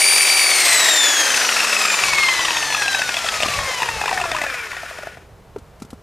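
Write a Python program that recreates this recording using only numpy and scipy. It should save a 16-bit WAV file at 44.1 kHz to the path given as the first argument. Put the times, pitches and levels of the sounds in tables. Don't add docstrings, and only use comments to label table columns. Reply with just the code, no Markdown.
import sys
import numpy as np
from scipy import signal
from scipy.fft import rfft, irfft
from scipy.io import wavfile
from scipy.ndimage import map_coordinates

SR = 44100
rng = np.random.default_rng(int(sys.argv[2]) if len(sys.argv) > 2 else 0)


def makeup_ratio(level_db):
    decades = np.asarray(level_db, float) / 20
    return 10 ** decades


def generate_wav(sig):
    pcm = np.round(np.clip(np.atleast_2d(sig).T, -1, 1) * 32767).astype(np.int16)
    wavfile.write(sys.argv[1], SR, pcm)


N = 265482

# start_s, level_db
LOW_RUMBLE_LEVEL = [(0.0, -54.5), (1.91, -75), (2.08, -39), (2.3, -53), (3.34, -46.5), (3.6, -31),
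                    (3.74, -49), (3.97, -36), (4.06, -45), (4.29, -40), (4.66, -49), (5.31, -44.5),
                    (6.02, -47)]
# (relative, per Hz)
LOW_RUMBLE_SPECTRUM = [(12, -46), (20, -13), (48, 2), (97, 2.5), (187, -6), (290, -18), (480, -120)]
# (relative, per Hz)
OUTDOOR_SPECTRUM = [(150, -32.5), (400, -8.5), (900, -14), (1600, -21), (2600, -27), (6000, -33),
                    (16000, -40.5)]
OUTDOOR_DB = -48.5

# start_s, nominal peak_db, sole_hz at the start, grit_db against peak
SHOE_STEPS = [(5.561, -10, 477, -43), (5.583, -25, 303, -10), (5.799, -33.5, 185, -2),
              (5.82, -14.5, 240, -11), (5.848, -29, 272, -9), (5.903, -35, 191, 5.5), (5.93, -16, 282, -21)]

# start_s, peak_db, thump_hz at the start
SET_DOWN_THUMPS = [(3.459, -16, 300), (3.483, -19, 386)]
# pitch_hz, width_hz, level_db
REST_RESONANCES = [(1470, 60, 6), (1760, 380, 2.5), (2284, 220, -3.5), (4960, 290, -17), (8800, 370, -22)]
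# start_s, level_db
REST_WHIRR_LEVEL = [(3.9, -51.5), (4.45, -27), (5.05, -36), (5.2, -42.5), (5.35, -61)]

# start_s, turns_hz
ARMATURE_SPEED = [(0.0, 386.2), (0.25, 388.4), (0.38, 385.5), (0.5, 379), (0.7, 343.5), (1.0, 298.1),
                  (1.4, 250.5), (2.0, 196.0), (2.6, 151.9), (3.25, 112.0), (4.0, 71.3), (4.5, 44.4),
                  (4.72, 33.0), (4.82, 28.5), (4.92, 22.3), (5.3, 3)]
DRAG_EQUALS_FRICTION_HZ = 215
# start_s, fan_rush_db, bearing_and_brush_rub_db
RUSH_AND_RUB = [(0.0, -18.5, -21.5), (0.75, -16.5, -17), (1.85, -28.5, -19), (2.56, -26.5, -23),
                (2.9, -47, -24.5), (3.58, -29, -24.5), (4.22, -35.5, -29.5), (4.95, -68, -41.5),
                (5.17, -57, -52), (5.4, -54, -67)]
# (relative, per Hz)
FAN_SPECTRUM = [(150, -23), (770, -24), (1650, -12), (2400, 4), (3200, -3), (7500, -2.5), (10500, -7),
                (13000, -11.5), (16000, -15.5)]
# (relative, per Hz)
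RUB_SPECTRUM = [(150, -29), (300, -13), (600, -5), (1200, -3), (2000, -6), (3200, -6.5), (4350, -7),
                (5100, -7.5), (5900, -7.5), (7100, -7), (8300, -8.5), (9250, -11), (10000, -15),
                (12000, -19.5), (16000, -31)]
# pitch_hz, width_hz, level_db
HOUSING_RESONANCES = [(1840, 284, -0.5), (2598, 100, 9.5), (3274, 57, -14.5), (3580, 96, 3.5),
                      (5196, 680, -7), (8000, 790, -5.5)]
# start_s, level_db
SONG_LEVEL = [(0.0, -8), (0.75, -11.5), (1.2, -15.5), (1.85, -28), (3.5, -28.5), (4.3, -68)]
TURNS_PER_SPINDLE, FIRST_TIGHT_SPOT, PINION_TEETH = 9.144, 0.21, 6

# start_s, multiple_12_db, multiple_24_db
MAIN_WHINES = [(0.0, -19, -17), (0.45, -17, -20.5), (0.65, -27, -20.5), (1.02, -18.5, -16.5),
               (1.22, -24.5, -23.5), (1.45, -36, -26.5), (1.55, -32, -26), (1.75, -26.5, -30),
               (1.95, -30, -36), (2.25, -17.5, -31.5), (2.55, -32.5, -35), (2.85, -21.5, -35),
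               (3.3, -35, -97), (3.45, -28.5, -37), (3.75, -33, -27.5), (4.05, -39, -43), (4.2, -28, -31.5),
               (4.5, -39, -42), (4.8, -55, -69), (4.95, -71, -44), (5.1, -66, -58)]
# start_s, multiple_30_db, multiple_36_db, multiple_42_db, multiple_48_db
CHANGING_WHINES = [(0.0, -44, -49, -56, -56), (1.05, -42, -47, -56, -56), (1.3, -40, -33, -52, -56),
                   (1.62, -43, -39, -58, -50), (1.94, -43, -26, -48, -46), (2.05, -41, -34, -47, -40),
                   (2.22, -40, -43, -55, -49), (2.36, -37, -33, -46, -40), (2.5, -35, -31, -35, -54),
                   (2.65, -33, -44, -29, -50), (2.82, -31, -44, -30, -45), (2.98, -29, -39, -42, -34),
                   (3.15, -42, -45, -46, -42), (3.55, -42, -42, -39, -44), (3.76, -39, -32, -50, -41),
                   (4.2, -36, -36, -44, -50), (4.44, -38, -34, -44, -38), (4.6, -46, -40, -39, -50),
                   (4.76, -56, -52, -46, -40), (4.87, -60, -58, -54, -50), (5.1, -70, -70, -60, -56)]
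# multiple of armature turns, level_db at full speed before the casing
WEAK_WHINES = [(18, -35), (54, -48), (60, -45)]
# multiple of armature turns, level_db at full speed
ROTOR_UNBALANCE = [(1, -41), (2, -38)]
# frequency_hz, gain_db
CASING_IN_HAND = [(1500, -10), (2200, -4), (2700, -14), (3100, 0), (3600, -10), (4100, -2), (4700, -6),
                  (5300, 3), (6100, -8), (8200, -1.5), (10500, -7.5), (15000, -32)]
# frequency_hz, gain_db
CASING_ON_GROUND = [(600, -15), (1440, 5), (1900, 0), (2350, 21), (2800, -5), (15000, -32)]
RESTS_FROM_S = 4.45

# start_s, nominal peak_db, thud_hz, clack_db against usual, loudest ring_hz
TIMED_KNOCKS = [(1.835, -26, 1330, -3, 2560), (1.874, -13, 1300, -4, 2470), (2.264, -17, 1080, 5, 3300),
                (2.405, -18, 890, 7, 3070), (2.432, -12, 840, -9, 1920), (2.451, -20, 1020, 13, 3000),
                (2.482, -9, 900, 4.5, 1900), (2.53, -21, 900, 8, 3050), (2.567, -6.5, 905, -2.5, 3160),
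                (2.625, -9, 860, -1, 3050), (2.702, -18, 910, 6, 2630), (2.724, -10, 950, 2, 2613),
                (2.746, -2.5, 1250, -4.5, 2660), (2.766, -12.5, 870, 1, 2620), (2.819, -13, 790, 9.5, 1620),
                (2.858, -13, 695, 0, 3200), (2.879, -10.5, 780, 4, 2630), (2.928, -18, 920, 7, 3110),
                (2.946, -10, 890, 6, 1700), (2.992, -9.5, 690, -1.5, 3200), (3.017, -13.5, 885, 9, 1670),
                (3.09, -12.5, 845, 6.5, 1610), (3.141, -17, 690, 8, 3320), (3.167, -17, 910, 9, 3360),
                (3.188, -27, 900, 14, 3350), (3.243, -12.5, 740, -3, 3380), (3.262, -11.5, 1400, 0.5, 3330),
                (3.286, -10.5, 1300, 3.5, 3270), (3.339, -16, 1260, 3.5, 1770),
                (3.402, -10.5, 614, 0, 2600), (3.423, -13, 690, 8, 2680), (3.431, -6.5, 634, 2, 2930),
                (3.458, -6.5, 1130, -12, 2560), (3.483, -7.5, 706, -1.5, 2890),
                (3.536, -20.5, 1240, 10.5, 2590), (3.588, -6, 1030, -3, 1810), (3.801, -10, 874, -6, 2730),
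                (3.819, -2, 970, -9, 2740), (3.829, -7.5, 907, 1, 1790), (3.858, -12, 940, -5, 3180),
                (3.887, -5, 944, -1.5, 1870), (4.013, -5, 860, -3.5, 1740), (4.037, -6, 910, -6, 1370),
                (4.057, -7.5, 854, -1, 1750), (4.078, -2.5, 944, -7, 2650), (4.091, -8, 830, -3, 1790),
                (4.111, -3, 930, -10, 2620), (4.127, -5, 765, -3, 1900), (4.175, -8, 830, 2, 1840),
                (4.199, -7.5, 757, -3, 1180), (4.213, -10, 694, 0.5, 2670), (4.238, -5.5, 960, -6.5, 1350),
                (4.254, -10, 706, -5, 1180), (4.315, -5.5, 655, -1, 1810), (4.347, -4.5, 1000, -10, 2790),
                (4.364, -8.5, 1280, 0, 1790), (4.385, -11, 980, -1, 1830), (4.415, -9.5, 690, 5, 2020),
                (4.437, -14.5, 680, 5, 950), (4.464, -11.5, 663, 1.5, 1730), (4.499, -14, 1360, 1, 1740),
                (4.54, -16, 690, -2, 1750), (4.666, -19, 990, -2, 1770), (4.716, -23, 1420, 11, 1790),
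                (4.73, -16.5, 940, -2, 1830), (4.766, -18, 705, 3.5, 1840), (4.831, -13, 716, -11, 1520),
                (4.909, -16, 630, -11, 1170), (4.986, -14, 616, -6, 1420), (5.032, -14.5, 615, -7, 1450),
                (5.07, -12, 657, -6, 1710), (5.17, -22, 730, -6, 1520)]
LEADING_TURNS = [57, 58, 59, 63, 64, 65, 67]
KNOCK_TURNS, LIMP_ENDS = range(49, 77), 66
TURN_RING_HZ = 2556


def rms_one(x):
    return x / np.sqrt(np.mean(x ** 2) + 1e-20)


def in_time(rows):
    s, *columns = np.transpose(rows)
    return [np.interp(np.arange(N) / SR, s, column) for column in columns]


def coloured(x, spectrum):
    hz, level_db = np.transpose(spectrum)
    log_hz = np.log(np.arange(N // 2 + 1) * SR / N + 1)
    return rms_one(irfft(rfft(x) * makeup_ratio(np.interp(log_hz, np.log(hz), level_db)), N))


def drift(rate_hz):
    r = np.exp(-2 * np.pi * rate_hz / SR)
    return rms_one(signal.lfilter([1], [1, -2 * r, r * r], rng.standard_normal(N + SR))[SR:])


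def resonance(x, hz, width_hz):
    r = np.exp(-np.pi * width_hz / SR)
    b = np.array([1, 0, -1]) * (1 - r * r) / 2
    return signal.lfilter(b, [1, -2 * r * np.cos(2 * np.pi * hz / SR), r * r], x + 1e-18)


def swell(rise_s, fall_s):
    t = np.arange(SR // 16) / SR
    shape = (1 - np.exp(-t / rise_s)) ** 2 * np.exp(-t / fall_s)
    return t, shape / shape.max()


def background():
    rumble_db, = in_time(LOW_RUMBLE_LEVEL)
    a, b, c, d = rng.standard_normal((4, N))
    sides = np.array([[1], [-1]])
    rumble = coloured(a, LOW_RUMBLE_SPECTRUM) + 0.08 * sides * coloured(b, LOW_RUMBLE_SPECTRUM)
    hum = coloured(c, OUTDOOR_SPECTRUM) + 0.16 * sides * coloured(d, OUTDOOR_SPECTRUM)
    return makeup_ratio(rumble_db) * rumble * makeup_ratio(-1.2 * sides) + makeup_ratio(OUTDOOR_DB) * hum * makeup_ratio(0.5 * sides)


def yard(x):
    dull = signal.lfilter([0.5], [1, -0.5], x)
    delays_s = np.array([[0.007, 0.019, 0.034], [0.011, 0.023, 0.041]])
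    lags = (delays_s * SR).astype(int)
    return np.array([sum(np.roll(dull, lag) for lag in side) for side in lags])


def steps():
    out = np.zeros(N + SR)
    t, push = swell(0.0004, 0.0065)
    t, crunch = swell(0.00086, 0.007)
    bright = signal.butter(2, [1500, 9000], "band", fs=SR, output="sos")
    dull = signal.butter(2, [250, 900], "band", fs=SR, output="sos")
    noises = rng.standard_normal((len(SHOE_STEPS), len(t)))
    for (s, peak_db, hz, grit_db), noise in zip(SHOE_STEPS, noises):
        thump = np.sin(2 * np.pi * hz * t * (1 - 12.5 * t) + np.cumsum(noise) / 30)
        scuff = 1.5 * push * signal.sosfilt(dull, noise)
        ring = makeup_ratio(grit_db / 2 - 7) * np.sin(2 * np.pi * 1350 * t)
        sole = push * (thump + scuff + ring)
        unevenness = makeup_ratio(11.0 * signal.sosfilt(dull, noise[::-1]))
        grit = crunch * unevenness * signal.sosfilt(bright, noise)
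        start = round(s * SR)
        out[start:start + len(t)] += makeup_ratio(peak_db - 7.0) * sole + makeup_ratio(peak_db + grit_db - 6.0) * grit
    return out[:N]


def set_down():
    out = np.zeros(N + SR)
    t, push = swell(0.00041, 0.0017)
    for s, peak_db, hz in SET_DOWN_THUMPS:
        start = round(s * SR)
        thump = push * np.sin(2 * np.pi * hz * t * (1 - 3.5 * t))
        out[start:start + len(t)] += makeup_ratio(peak_db) * thump
    return out[:N]


def armature_speed():
    s, hz = np.transpose(ARMATURE_SPEED)
    slope, = in_time(np.transpose([s, np.arctan(hz / DRAG_EQUALS_FRICTION_HZ)]))
    return DRAG_EQUALS_FRICTION_HZ * np.tan(slope)


def housing(x):
    return sum(makeup_ratio(db) * (-1) ** k * resonance(x, hz, width)
               for k, (hz, width, db) in enumerate(HOUSING_RESONANCES))


def rest_whirr():
    level_db, = in_time(REST_WHIRR_LEVEL)
    grains = rng.standard_normal(N) * makeup_ratio(2.0 * drift(30))
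    rings = sum(makeup_ratio(db) * resonance(grains, hz, width) for hz, width, db in REST_RESONANCES)
    return makeup_ratio(level_db) * rms_one(rings)


def brushes(speed, rub_db):
    wear = rng.standard_normal((3, 80))
    half_turns = 2 * np.cumsum(speed) / SR % 1
    buzz = sum(makeup_ratio(5 * drift(4.8)) * map_coordinates(bars, [half_turns * len(bars)], mode="grid-wrap")
               for bars in wear)
    casing = signal.butter(2, [1800, 6500], "band", fs=SR, output="sos")
    heard = np.clip((250 - speed) / 60, 0, 1)
    return makeup_ratio(rub_db - 14) * signal.sosfilt(casing, buzz) * heard


def rub(rub_db):
    grains = rng.standard_normal(N) * makeup_ratio(1.37 * drift(37))
    plain = coloured(grains, RUB_SPECTRUM)
    return makeup_ratio(rub_db) * rms_one(plain + 1.04 * housing(plain))


def fan(speed, rush_db):
    full = coloured(rng.standard_normal(N), FAN_SPECTRUM)
    slowed = map_coordinates(full, [np.cumsum(speed / speed.max())], order=3)
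    return makeup_ratio(rush_db + 2.06 * drift(39)) * slowed


def gear_song(speed, song_db):
    turns = np.cumsum(speed) / SR
    spindle = 2 * np.pi * (turns / TURNS_PER_SPINDLE + FIRST_TIGHT_SPOT + 0.04 * drift(20))
    tight = np.exp(10.0 * (np.cos(spindle) - 1)) + 0.19 * makeup_ratio(1.3 * drift(58))
    teeth = np.sin(2 * np.pi * PINION_TEETH * turns + 0.8 * drift(60))
    wobble_db = 1.5 * drift(20)
    shake = rms_one(housing(tight * rng.standard_normal(N)))
    return makeup_ratio(song_db + wobble_db) * (tight * teeth + 0.097 * shake)


def whines(speed):
    angle = 2 * np.pi * np.cumsum(speed) / SR
    resting = np.arange(N) / SR > RESTS_FROM_S
    halvings = np.log2(speed / speed.max())
    levels = in_time(MAIN_WHINES) + in_time(CHANGING_WHINES)
    voices = [(k, db + 2 * drift(14)) for k, db in zip((12, 24, 30, 36, 42, 48), levels)]
    for k, db in WEAK_WHINES:
        in_hand_db = np.interp(k * speed, *np.transpose(CASING_IN_HAND))
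        on_ground_db = np.interp(k * speed, *np.transpose(CASING_ON_GROUND))
        casing_db = np.where(resting, on_ground_db, in_hand_db)
        voices.append((k, db + 1.5 * halvings + casing_db + 4 * drift(7)))
    voices += [(k, db + 7 * halvings + drift(3)) for k, db in ROTOR_UNBALANCE]
    out = 0
    for k, level_db in voices:
        audible = np.clip((15800 - k * speed) / 500, 0, 1)
        phase = k * angle + (0.3 + 0.012 * k) * drift(30)
        out = out + np.sqrt(2) * audible * makeup_ratio(level_db) * np.sin(phase)
    return out


def thud_pitch(speed):
    lowest_hz = 1082
    return np.maximum(PINION_TEETH * speed, lowest_hz)


def turn_knocks(speed, spindle):
    turn = np.array(KNOCK_TURNS)
    limp = np.where(turn % 2, -0.05, 0.06) * (turn < LIMP_ENDS)
    s = np.interp(turn + limp, spindle, np.arange(N) / SR)
    level, pitch = rng.standard_normal((len(turn), 2)).T
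    thud_hz = thud_pitch(speed[(s * SR).astype(int)]) * (1 + 0.08 * pitch)
    return np.transpose([s, -6 + 1.2 * level, thud_hz])


def leading_knocks(speed, spindle):
    s = np.interp(np.array(LEADING_TURNS) - 0.34, spindle, np.arange(N) / SR)
    return [(at, -11, thud_pitch(speed[int(at * SR)])) for at in s]


def soft_rattle():
    from_s, to_s, per_s = 1.9, 4.6, 30
    gap, level, pitch = rng.random((200, 3)).T
    s = from_s + np.cumsum(0.4 + 1.2 * gap) / per_s
    rows = np.transpose([s, -23.5 + 4 * level, np.interp(pitch, [0, 1], [635, 1300])])
    return rows[s < to_s]


def knock_rows(speed):
    tilted_from_s, tilted_ring_hz, usual_clack_db = 2.2, 3100, -3
    spindle = np.cumsum(speed) / SR / TURNS_PER_SPINDLE + FIRST_TIGHT_SPOT
    ruled = np.vstack([turn_knocks(speed, spindle), leading_knocks(speed, spindle), soft_rattle()])
    usual = np.zeros((len(ruled), 1)) + [usual_clack_db, TURN_RING_HZ]
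    tilted = (ruled[:, 0] > tilted_from_s) & (ruled[:, 0] < SET_DOWN_THUMPS[0][0])
    usual[tilted, 1] = tilted_ring_hz
    return np.vstack([TIMED_KNOCKS, np.hstack([ruled, usual])])


def knocks(speed):
    out = np.zeros(N + SR)
    t, thud = swell(0.0014, 0.0038)
    t, clack = swell(0.0035, 0.0012)
    t, ping = swell(0.00041, 0.0048)
    rows = knock_rows(speed)
    noises = rng.standard_normal((300, len(t)))
    contact = signal.butter(2, 7000, fs=SR, output="sos")
    clacks = housing(signal.sosfilt(contact, clack * noises))
    clacks = clacks / np.abs(clacks).max(axis=1, keepdims=True)
    for (s, peak_db, thud_hz, own_db, ring_hz), noise, clack_wave in zip(rows, noises, clacks):
        start = round(s * SR)
        relative_speed = speed[start] / speed.max()
        clack_db = own_db + 2 + 2.8 * np.log2(relative_speed) + 1.5 * noise[0]
        wander = np.cumsum(noise) / 30
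        burst_hz = 2 * PINION_TEETH * speed[start]
        near_ring = 1 / np.hypot(1, (burst_hz - TURN_RING_HZ) / 150)
        burst = near_ring * np.sin(2 * np.pi * burst_hz * t + 0.7 * wander)
        ring = ping * np.sin(2 * np.pi * ring_hz * t + 3.7 * wander)
        low = thud * np.sin(2 * np.pi * thud_hz * t + 2.45 * wander)
        knock = makeup_ratio(peak_db + own_db - 6.5) * ring + makeup_ratio(peak_db - 8.5) * low
        knock += makeup_ratio(peak_db - 3) * np.sqrt(relative_speed) * thud * burst
        knock += makeup_ratio(peak_db + clack_db) * clack_wave
        out[start:start + len(t)] += knock
    return out[:N]


def scene():
    speed = armature_speed()
    rush_db, rub_db = in_time(RUSH_AND_RUB)
    song_db, = in_time(SONG_LEVEL)
    turning = np.interp(np.arange(N) / SR, [5.05, 5.3, 5.45], [1, 0.4, 0])
    machine = rest_whirr() + brushes(speed, rub_db) + rub(rub_db) + fan(speed, rush_db)
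    machine = turning * (machine + gear_song(speed, song_db) + whines(speed))
    near = machine + knocks(speed) + set_down()
    direct = near * makeup_ratio([[1.15], [-1.15]]) + steps() * makeup_ratio([[0.8], [-0.8]])
    return direct + makeup_ratio(-25) * yard(near) + background()


def band_limit(x):
    return signal.sosfilt(signal.butter(12, 16030, fs=SR, output="sos"), x)


def record(dry):
    rounded = 1.398 * np.tanh(dry / 1.7)
    top_cut = signal.cheby2(12, 60, 16050, fs=SR, output="sos")
    mix = signal.sosfilt(top_cut, rounded)
    return band_limit(mix)


dry = scene()
out = record(dry)
generate_wav(out)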